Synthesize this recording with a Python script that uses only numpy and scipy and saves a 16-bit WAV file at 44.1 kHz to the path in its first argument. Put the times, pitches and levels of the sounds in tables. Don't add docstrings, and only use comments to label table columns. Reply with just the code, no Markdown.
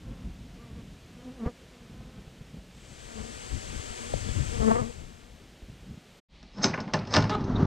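import sys
import numpy as np
from scipy import signal
from scipy.fft import rfft, irfft, next_fast_len
from scipy.io import wavfile
from scipy.ndimage import uniform_filter1d

SR = 44100
rng = np.random.default_rng(int(sys.argv[2]) if len(sys.argv) > 2 else 0)


def pcm_store(signal):
    levels = np.round(np.clip(np.atleast_2d(signal), -1, 1) * 32767)
    wavfile.write(sys.argv[1], SR, levels.astype(np.int16).T)


N = 337805
T = np.arange(N) / SR

# [f/Hz, level/dB]
RUMBLING_BREEZE = [(15, -7), (40, 2.5), (100, -0.5), (170, -10), (260, -14.5), (400, -28), (800, -36.5),
                   (2000, -54.5)]
# [f/Hz, level/dB, t60/s]
DOOR_MODES = [(105.6, -1.5, 0.4), (150, 3, 0.13), (198.7, 7, 0.12), (267.6, 0, 0.2), (311.4, -1.5, 0.15),
              (388, -2.5, 0.21)]


def amp(db):
    return np.exp(np.asarray(db) * (np.log(10) / 20))


def unit(x):
    return x / np.sqrt(np.mean(x ** 2) + 1e-20)


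def since(s):
    return np.maximum(T - s, 0)


def curves(rows, t=T):
    s, *columns = np.transpose(rows)
    return [np.interp(t, s, c) for c in columns]


def at_pitch(points, hz):
    f, value = np.transpose(points)
    return np.interp(np.log(hz), np.log(f), value)


def colour(x, points):
    size = next_fast_len(len(x) + SR // 10)
    hz = np.maximum(np.abs(np.fft.fftfreq(size, 1 / SR))[:size // 2 + 1], 1)
    ends = np.minimum(hz / points[0][0], 1) ** 2 * np.minimum(points[-1][0] / hz, 1) ** 2
    cepstrum = irfft(np.log(amp(at_pitch(points, hz)) * ends), size)
    response = np.exp(rfft(2 * cepstrum[:size // 2], size) - cepstrum[0])
    return unit(irfft(rfft(x, size) * response, size)[:len(x)])


def noise(points, size=N):
    return colour(rng.standard_normal(size), points)


def walk(rate, size=N):
    k = max(int(SR / rate), 2)
    steps = np.repeat(rng.standard_normal(size // k + 1), k)[:size]
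    return unit(uniform_filter1d(uniform_filter1d(steps, k), k))


def add(out, s, x):
    i = max(int(s * SR), 0)
    out[i:i + len(x)] += x[:max(N - i, 0)]


def ringing(modes, t):
    scatter_db = 3
    out = 0
    for hz, db, t60 in modes:
        phase = 2 * np.pi * (hz * (1 + 0.0061 * rng.standard_normal()) * t + rng.random())
        decay = amp(db + scatter_db * rng.standard_normal() - 60 * t / t60)
        build_up = (1 - np.exp(-2 * hz * t)) ** 2
        out = out + decay * np.sin(phase) * build_up
    return out


def stereo_width():
    # [t/s, share 0-1]
    openness = [(2.78, 0.12), (3.05, 0.7), (3.4, 0.85), (4.75, 1), (5.15, 0.53), (5.5, 0.076)]
    return np.clip(np.interp(T, *np.transpose(openness), left=0, right=0), 0, 1)


def colony(count=3):
    out = 0
    for _ in range(count):
        hz = 238 * (1 + 0.055 * walk(3) + 0.00985 * walk(60))
        phase = 2 * np.pi * np.cumsum(hz) / SR
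        tone = sum(np.sin(k * phase) / k ** 0.94 for k in range(1, 8))
        out = out + amp(7.9 * walk(2.69)) * tone
    fade_db = np.interp(T, [4.7, 5.3], [0, -6.5])
    return amp(-61.5 + fade_db) * unit(out)


def wings(hz, bright_db, count=24):
    # [f/Hz, level/dB]
    buzz = [(450, 9), (700, -1.5), (920, -7), (1170, 0), (1450, -14.5), (1720, -10), (2500, -20),
            (4000, -45), (8000, -56)]
    # [f/Hz, level/dB]
    slap = [(300, -10.5), (650, 3.5), (1200, -10), (2000, -20), (3500, -28), (8000, -40), (15000, -47)]
    size = len(hz)
    phase = 2 * np.pi * np.cumsum(hz * (1 + 0.0245 * walk(130.2, size))) / SR
    turning = walk(26, size)
    overtones = 0
    for k in range(2, count):
        tilt_db = (bright_db + 0.54 * turning) * np.log(k / 2)
        db = at_pitch(buzz, k * hz) + tilt_db + 2.7 * walk(70, size)
        overtones = overtones + amp(db) * np.sin(k * phase + .5 * rng.standard_normal())
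    rush = noise(buzz, size) * (1 + np.cos(phase))
    strokes = 1 + 0.13 * walk(237.4, size)
    beats = np.diff(phase // (2 * np.pi), prepend=0)
    slaps = colour(beats * amp(3.9 * rng.standard_normal(size)), slap)
    return unit(np.sin(phase)), unit(strokes * (unit(overtones) + amp(-9.5) * rush)), slaps


def far_bees():
    # [start t/s, length/s, first wingbeat f/Hz, last wingbeat f/Hz, fundamental peak level/dB,
    #  overtones re fundamental level/dB]
    flights = [(0, 0.29, 275.6, 247.6, -58.5, 0.5), (0.551, 0.2, 236.8, 226, -56.5, 2),
               (0.737, 0.094, 248.2, 224, -60.5, 4.5), (1.121, 0.29, 246.2, 262.6, -53, -3.5),
               (1.241, 0.086, 262, 253, -42, -10), (1.681, 0.22, 255.6, 224.6, -56, -4.5),
               (3.144, 0.087, 221.6, 217, -42.5, -5), (3.187, 0.17, 233.2, 218.5, -50, -5),
               (3.965, 0.19, 233.3, 245.5, -51.5, -1.5)]
    out = np.zeros(N)
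    for s, length, first_hz, last_hz, db, buzz_db in flights:
        size = int(length * SR)
        low, high, _ = wings(np.linspace(first_hz, last_hz, size), buzz_db, count=12)
        swell = np.sin(np.linspace(0, np.pi, size))
        add(out, s, amp(db) * swell * (low + amp(buzz_db) * high))
    return out


def breeze():
    # [t/s, level/dB]
    lull = [(0, -44.5), (.55, -51.5), (1.0, -51), (1.7, -55.5), (2.1, -52.5), (2.95, -52.5), (3.3, -52.5),
            (3.9, -50.5), (4.5, -41), (5.0, -50.5), (5.5, -55), (5.9, -55), (6.05, -58)]
    # [f/Hz, level/dB]
    flutter = [(22, -13), (48, 8), (90, -0.5), (180, 1.5), (280, -8), (400, -20), (800, -42.5), (2000, -68)]
    # [t/s, length/s, peak level/dB]
    gusts = [(.09, 0.12, -47), (0.255, 0.073, -41), (0.72, 0.037, -40), (0.79, 0.095, -41.5),
             (0.914, 0.1, -46.5), (1.967, 0.19, -44.5), (2.17, 0.069, -45), (2.256, 0.074, -50),
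             (2.42, 0.038, -44.5), (2.557, 0.054, -42.5), (3.196, 0.08, -43.5), (3.551, 0.049, -34.5),
             (3.739, 0.077, -39), (3.908, 0.02, -39), (4.154, 0.038, -34.5), (4.303, 0.057, -34.5),
             (4.39, 0.062, -32), (4.608, 0.049, -29.5), (4.82, 0.13, -40.5), (5.037, 0.11, -45),
             (5.35, 0.043, -47), (5.723, 0.12, -51), (5.826, 0.04, -43.5), (5.919, 0.05, -38)]
    # [t/s, swing peak level/dB, ring f/Hz, length/s, crack re ring level/dB]
    puffs = [(1.4599, -23.5, 474, 0.0031, -9), (1.461, -20.5, 75.4, 0.0069, -18),
             (1.4683, -22.5, 150, 0.0056, -12), (2.003, -36, 110, 0.0063, -13),
             (2.14, -40.5, 140, .004, -16), (2.175, -40, 196, 0.016, -14), (2.276, -38, 100, 0.0043, -13),
             (2.41, -36.5, 95, .005, -22), (2.54, -35, 172, .009, -20), (2.566, -40, 190, 0.01, -12),
             (4.138, -25, 530, 0.003, -3), (4.142, -25.5, 149, 0.0043, -31), (4.288, -39, 3450, 0.0032, 0),
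             (4.392, -26, 133, 0.026, -36), (4.617, -20.5, 109, 0.0038, -25),
             (4.817, -26, 109, 0.0052, -36), (5.619, -45, 300, 0.0022, -2), (5.625, -38.5, 54.4, .016, -36),
             (5.697, -36.5, 150, 0.007, -22), (5.974, -35, 172, 0.0055, -25)]
    # [f/Hz, level/dB]
    crack = [(150, -16.5), (350, 10), (800, -4.5), (1300, -21.5), (2500, -27), (6000, -37), (15000, -57)]
    deep = stereo_width()
    eddies = np.sqrt(1 - deep) * noise(flutter) + np.sqrt(deep) * amp(2.5) * noise(RUMBLING_BREEZE)
    power = amp(curves(lull)[0] + 1.0 + 1.5 * walk(13)) ** 2
    for s, length, db in gusts:
        near = np.abs(T - s) < 2 * length
        power[near] += (amp(db) * np.exp(-2 * ((T[near] - s) / length) ** 2)) ** 2
    out = eddies * np.sqrt(power) * amp(-.5 + 2.0 * walk(30))
    t = T[:SR // 5]
    for s, db, hz, length, crack_db in puffs:
        swing = np.sin(2 * np.pi * hz * t) + amp(crack_db) * noise(crack, len(t))
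        envelope = (2 * t / length) * np.exp(1 - 2 * t / length)
        add(out, s, amp(db) * swing * envelope)
    return out


def outdoor_air():
    # [f/Hz, level/dB]
    air_colour = [(210, -4.5), (350, -3), (510, -4.5), (677, -8.5), (744, -10), (928, -13.5), (3160, -12.5),
                  (4760, -18), (7160, -21), (9660, -26.5), (11100, -34), (12400, -36), (15000, -50)]
    return amp(-57 + 0.23 * walk(2.8)) * noise(air_colour)


def sizzle():
    return amp(-74) * noise([(11300, -19.0), (12200, -5.5), (15500, -22.5)])


def near_bees():
    # [t/s, wingbeat f/Hz, fundamental level/dB, overtones level/dB]
    flights = [
        [(1.365, 261, -62, -60), (1.404, 234.4, -40.5, -46), (1.438, 213.6, -30.5, -43.5),
         (1.454, 228, -42.5, -46), (1.467, 240, -31.5, -39), (1.48, 247.4, -47, -37), (1.497, 242, -45, -46.5),
         (1.52, 240, -61, -58)],
        [(4.5, 233.2, -59.5, -55.5), (4.55, 233.1, -46.5, -45), (4.598, 226.6, -41, -43.5),
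         (4.62, 219.3, -34.5, -33.5), (4.656, 216.7, -27.5, -35), (4.684, 223.6, -22.5, -31.5),
         (4.702, 214, -30.5, -32.5), (4.72, 231.6, -23, -30.5), (4.74, 229.2, -41, -36),
         (4.756, 230.5, -38, -32), (4.775, 241.2, -43, -33), (4.8, 240.4, -41, -35.5),
         (4.826, 230.6, -34, -40.5), (4.854, 227.3, -38.5, -46), (4.892, 237.2, -45, -49),
         (4.93, 237.6, -58, -58)],
    ]
    # [t/s, length/s, level/dB]
    closest = [(1.464, 0.009, -42.5), (4.715, 0.0088, -30), (4.75, .008, -43)]
    full_buzz_db, dulling = -31, .2
    out = np.zeros(N)
    for flight in flights:
        t = T[(T >= flight[0][0]) & (T < flight[-1][0])]
        hz, body_db, buzz_db = curves(flight, t)
        low, high, slaps = wings(hz, dulling * (buzz_db - full_buzz_db))
        close = sum(amp(db) * np.exp(-((t - s) / length) ** 2) for s, length, db in closest)
        bee = amp(body_db) * low + amp(buzz_db) * high + close * slaps
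        add(out, t[0], signal.windows.tukey(len(t), .1) * bee)
    return out


def hiss():
    # [f/Hz, level/dB]
    hiss_colour = [(180, -15.5), (300, -0.5), (490, -2), (637, -5), (714, -7.5), (1080, -8.5), (3220, -4.5),
                   (3980, -9), (4690, -7.5), (5350, -10.5), (7850, -5), (8600, -10.5), (10100, -23.5),
                   (12700, -29), (14000, -38.5), (15000, -47)]
    swell = 1 - np.exp(-since(2.69) / 0.7)
    fade = np.exp(-since(4.69) / 0.22)
    return amp(-43.5) * noise(hiss_colour) * swell * fade


def widen(mid):
    # [f/Hz, level/dB]
    balance = [(100, 25), (220, 19), (330, 12), (700, 4.5), (1100, 1), (3000, 1), (3900, 3.5), (4500, 15.5),
               (6000, 26.5)]
    # [f/Hz, phase/radians]
    lead = [(50, .5), (130, 1.4), (340, 3.9), (700, 3.56), (1500, 4.07), (3000, 4.92), (6000, 8.9)]
    width = stereo_width()
    size = next_fast_len(N)
    hz = np.maximum(np.fft.rfftfreq(size, 1 / SR), 1)
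    ratio = amp(at_pitch(balance, hz)) * np.exp(1j * at_pitch(lead, hz))
    side = irfft(rfft(mid, size) * (ratio - 1) / (ratio + 1), size)[:N] * width
    rumble = amp(-52.0 + 4.1 * walk(7.0)) * noise(RUMBLING_BREEZE)
    faint_hiss = amp(-59.0) * noise([(500, -16.0), (3000, -5.5), (5200, -9.5), (9000, -15), (14000, -38.5)])
    return np.array([mid + side, mid - side + width * (rumble + faint_hiss)])


def shed_air():
    # [f/Hz, level/dB]
    shed_colour = [(15, -18), (25, -6), (52, -3), (112, -24), (161, -7), (262, -19.5), (340, -24),
                   (737, -25.5), (1440, -34.5), (2020, -28.5), (4380, -29.5), (12000, -61.5), (15600, -101),
                   (22000, -120)]
    return amp(-52) * noise(shed_colour)


def strike(modes, dull, length, dull_t60, ring_db, room_db, room_t60):
    rebounds_per_s, touch_s = 420, 0.00093
    t = T[:SR // 2]
    rebounds = (rng.random(len(t)) < rebounds_per_s / SR) * amp(2.1 * rng.standard_normal(len(t)))
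    touch = signal.lfilter([1], [1, -np.exp(-1 / (SR * touch_s))], rebounds + 1.05 * (t == 0))
    contact = rng.standard_normal(len(t)) * (0.78 + 2.47 * touch) * np.exp(-t / length)
    ring = ringing(modes, t) * (1 - np.exp(-3 * t / length)) ** 2
    tail = rng.standard_normal(len(t)) * (amp(-60 * t / dull_t60) + amp(room_db - 60 * t / room_t60))
    dense = colour(contact + 0.44 * tail * amp(2.2 * walk(260, len(t))), dull)
    blow = dense / np.std(dense[:SR // 50]) + amp(ring_db) * ring / np.std(ring[:SR // 50])
    return blow / np.std(blow[:SR // 100])


def latch():
    # [t/s, door thud level/dB, plank knock level/dB, steel clack level/dB, rattle length/s,
    #  steel ring re clack level/dB]
    clanks = [(6.429, -49.5, -58.5, -56.5, 0.0013, -16), (6.582, -46, -47, -53, 0.0092, -12),
              (6.642, -22, -26, -19.5, 0.0021, -0.5), (6.741, -45, -32.5, -49, 0.0017, -3),
              (6.777, -39, -34.5, -62, 0.0013, -12), (6.787, -42, -40, -64, .002, -12),
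              (6.803, -38, -48, -42.5, 0.0032, 0), (6.877, -41, -42.5, -59, 0.0098, -7),
              (6.9358, -30, -28.5, -30.5, 0.0033, -8), (6.9402, -29.5, -24.5, -35.5, 0.0048, -10),
              (6.991, -40, -50, -46.5, 0.0038, -9), (7.052, -51, -58, -57, .002, -6),
              (7.072, -54, -49, -49, 0.0055, -10), (7.139, -28.5, -26.5, -23, 0.0048, -10),
              (7.149, -27.5, -24, -31, 0.012, -10), (7.160, -31, -25.5, -27.5, 0.0056, -11),
              (7.1645, -24.5, -26, -24, 0.0041, -11.5), (7.169, -23, -23.5, -36, 0.0029, -4),
              (7.186, -25, -35.5, -43, 0.0032, -7), (7.203, -31.5, -40, -47.5, 0.0022, -12.5),
              (7.224, -38, -34, -41, 0.0038, -12), (7.241, -36, -32.5, -43.5, 0.0031, -12.5),
              (7.2955, -34, -31, -37, 0.0085, -10), (7.349, -43, -37.5, -55, 0.0068, -11),
              (7.407, -28, -47, -54.5, 0.0049, -10), (7.441, -35, -56.5, -51.5, 0.006, -4),
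              (7.598, -23.5, -49, -61, 0.0046, -14), (7.624, -23.5, -46, -59, 0.0045, -14)]
    # [stop t/s, rub level/dB, run-up/s, settling/s]
    throws = [(6.641, -29, 0.013, 0.037), (6.938, -36, 0.0024, 0.025), (7.14, -27.5, 0.019, 0.047)]
    # [t/s, length/s, level/dB]
    thin_rings = [(6.512, 0.12, -62.5), (6.619, 0.042, -34)]
    # [f/Hz, level/dB, t60/s]
    plank_modes = [(473, -18, .1), (613, 1.5, 0.15), (768, -2.5, 0.13), (862, -0.5, 0.17),
                   (950, -8.5, 0.11), (1040, 4, 0.085), (1240, -8.5, 0.13), (1460, -6, 0.15),
                   (1756, 3, 0.052), (2160, -11, 0.056), (2780, -9.5, 0.087)]
    bolt_modes = [(3200, -22, 0.12), (3790, -6, 0.048), (4300, -20, .16), (4850, -13, 0.11),
                  (5170, 1, 0.073), (5400, 7.5, 0.044), (5960, -7.5, 0.11), (6310, -11, 0.15),
                  (6540, -12, .1), (7620, -18, 0.1)]
    # [f/Hz, level/dB]
    door_dull = [(30, -19), (70, -19), (150, 4.5), (300, -5), (500, -29), (1200, -40)]
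    plank_dull = [(200, -12), (450, 2), (1000, -1), (1900, -8), (2800, -12.5), (5000, -40)]
    bolt_dull = [(1200, -1.5), (2500, -7), (4000, 1), (5300, 3.5), (6400, -9), (7200, -18.5), (8500, -22),
                 (10000, -44), (15000, -64)]
    catches = rng.standard_normal(N) * (rng.random(N) < 2500 / SR)
    steel = unit(signal.fftconvolve(catches, ringing(bolt_modes, T[:SR // 5]))[:N])
    rub = 0
    for s, db, run_up, settling in throws:
        fall = np.maximum(s - T, 0) / run_up + since(s) / settling
        rub = rub + amp(db) * np.exp(-np.minimum(fall, 20))
    bolt_rasp = amp(5.0) * colour(catches, bolt_dull)
    plank_rasp = amp(10.5) * colour(catches, plank_dull)
    out = rub * amp(1.8 * walk(300)) * unit(steel + bolt_rasp + plank_rasp)
    for s, length, db in thin_rings:
        size = int(length * SR)
        add(out, s, amp(db) * unit(np.hanning(size) * steel[int(s * SR):][:size]))
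    for s, thud_db, knock_db, clack_db, length, steel_db in clanks:
        thud = strike(DOOR_MODES, door_dull, length, dull_t60=0.029, ring_db=-2.0, room_db=-10.0, room_t60=0.98)
        knock = strike(plank_modes, plank_dull, length, dull_t60=0.13, ring_db=-0.5, room_db=-4.0, room_t60=0.6)
        clack = strike(bolt_modes, bolt_dull, 1.1 * length, dull_t60=0.056, ring_db=steel_db,
                       room_db=-10.5, room_t60=0.41)
        add(out, s + 0.00318, amp(thud_db) * thud)
        add(out, s, amp(knock_db) * knock)
        add(out, s, amp(clack_db) * clack)
    return out


def door():
    # [start t/s, length/s, rumble level/dB, scrape level/dB, swell/(dB per s)]
    pushes = [(6.534, 0.22, -40.5, -42, 2), (6.837, 0.36, -46, -55, 18), (7.133, 0.064, -26.5, -39, 0),
              (7.306, 0.327, -35.5, -44, 36)]
    # [f/Hz, level/dB]
    rumble_colour = [(25, -5), (55, -1.5), (105, -0.5), (200, 1), (320, -10), (500, -21), (1200, -47.5)]
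    scrape_colour = [(180, -19.5), (300, -9.5), (384, -0.5), (455, -9), (669, -9), (757, -9.5), (1260, -13),
                     (2560, -33.5), (3770, -32.5), (6180, -37), (9820, -73.5), (12000, -70), (15600, -101),
                     (22000, -120)]
    # [t/s, length/s, f/Hz, level/dB, pitch scatter share]
    squeaks = [(6.56, 0.072, 200, -39, .1), (6.731, 0.021, 2047, -35.5, 0.13),
               (6.732, 0.034, 1560, -42, 0.13), (6.851, .065, 218.6, -40.5, .18),
               (7.551, 0.026, 3800, -44.5, 0.06)]
    attack_s, release_s = 0.089, 0.066
    shaking = scraping = 0
    for s, length, rumble_db, scrape_db, swell in pushes:
        force = np.minimum(since(s) / attack_s, 1) * np.exp(-since(s + length) / release_s)
        force = force * amp(swell * np.minimum(since(s), length))
        shaking = shaking + amp(rumble_db) * force
        scraping = scraping + amp(scrape_db) * force
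    slips = rng.standard_normal(N) * (rng.random(N) < 450 / SR)
    panel = unit(signal.fftconvolve(slips, ringing(DOOR_MODES, T[:SR // 2]))[:N])
    rumble = unit(colour(slips, rumble_colour) + amp(-4.5) * panel)
    grit = unit(colour(slips, scrape_colour) + amp(8.0) * noise(scrape_colour))
    out = shaking * rumble + scraping * amp(2.0 * walk(45)) * grit
    for s, length, hz, db, scatter in squeaks:
        size = int(length * SR)
        phase = 2 * np.pi * np.cumsum(hz * (1 + scatter * walk(1500, size))) / SR
        add(out, s, amp(db) * unit(np.hanning(size) * np.sin(phase)))
    return out


def boom():
    start_s, hz, db, t60_s = 7.166, 106.6, -19, 0.48
    t = since(start_s)
    phase = 2 * np.pi * np.cumsum(hz * (1 + 0.0308 * walk(40))) / SR
    return amp(db - 60 * t / t60_s) * (1 - np.exp(-t * hz)) * np.sin(phase)


def creak():
    # [f/Hz, level/dB]
    rasp_colour = [(400, 0), (900, 2.5), (2000, -6), (2600, -12), (3700, -13), (5000, -16), (9000, -35),
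                   (15000, -72)]
    partials_db = [-6.5, -1, -5.5, -19, -21, -29, -22.5, -23, -21]
    slip_hz, db, start_s, length_s = 417, -29.5, 7.296, .068
    blur = .035
    out, size, t = np.zeros(N), int(length_s * SR), T[:SR // 3]
    phase = 2 * np.pi * np.cumsum(slip_hz * (1 + 0.015 * walk(380, size))) / SR
    tone = 0
    for k, partial_db in enumerate(partials_db, 1):
        level = amp(partial_db + 2.9 * walk(150, size))
        tone = tone + level * np.sin(k * phase + blur * k ** 2 * walk(400, size))
    rasp = noise(rasp_colour, size) * (1 + np.cos(phase))
    rise_db = np.minimum(np.linspace(-7, 5, size), 0)
    force = signal.windows.tukey(size, .35) * amp(rise_db + 1.4 * walk(300, size))
    direct = amp(db) * unit(force * (unit(tone) + amp(-11.0) * unit(rasp)))
    echo = rng.standard_normal(len(t)) * amp(-60 * t / 0.24)
    add(out, start_s, direct)
    add(out, start_s, amp(-9.5) * signal.fftconvolve(direct, echo / np.linalg.norm(echo)))
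    return out


def scene():
    bees = colony() + far_bees() + near_bees()
    outside = widen(bees + breeze() + hiss() + outdoor_air())
    outside[0] += sizzle()
    inside = latch() + door() + boom() + creak() + shed_air()
    hive_gate = np.clip((6.203 - T) / 0.014, 0, 1)
    shed_gate = np.clip(np.minimum((T - 6.285) / 0.064, (T[-1] - T) / 0.0035), 0, 1)
    return outside * hive_gate + inside * shed_gate


def record(dry):
    return signal.sosfilt(signal.ellip(8, .2, 70, 15200, fs=SR, output="sos"), dry)


dry = scene()
out = record(dry)
pcm_store(out)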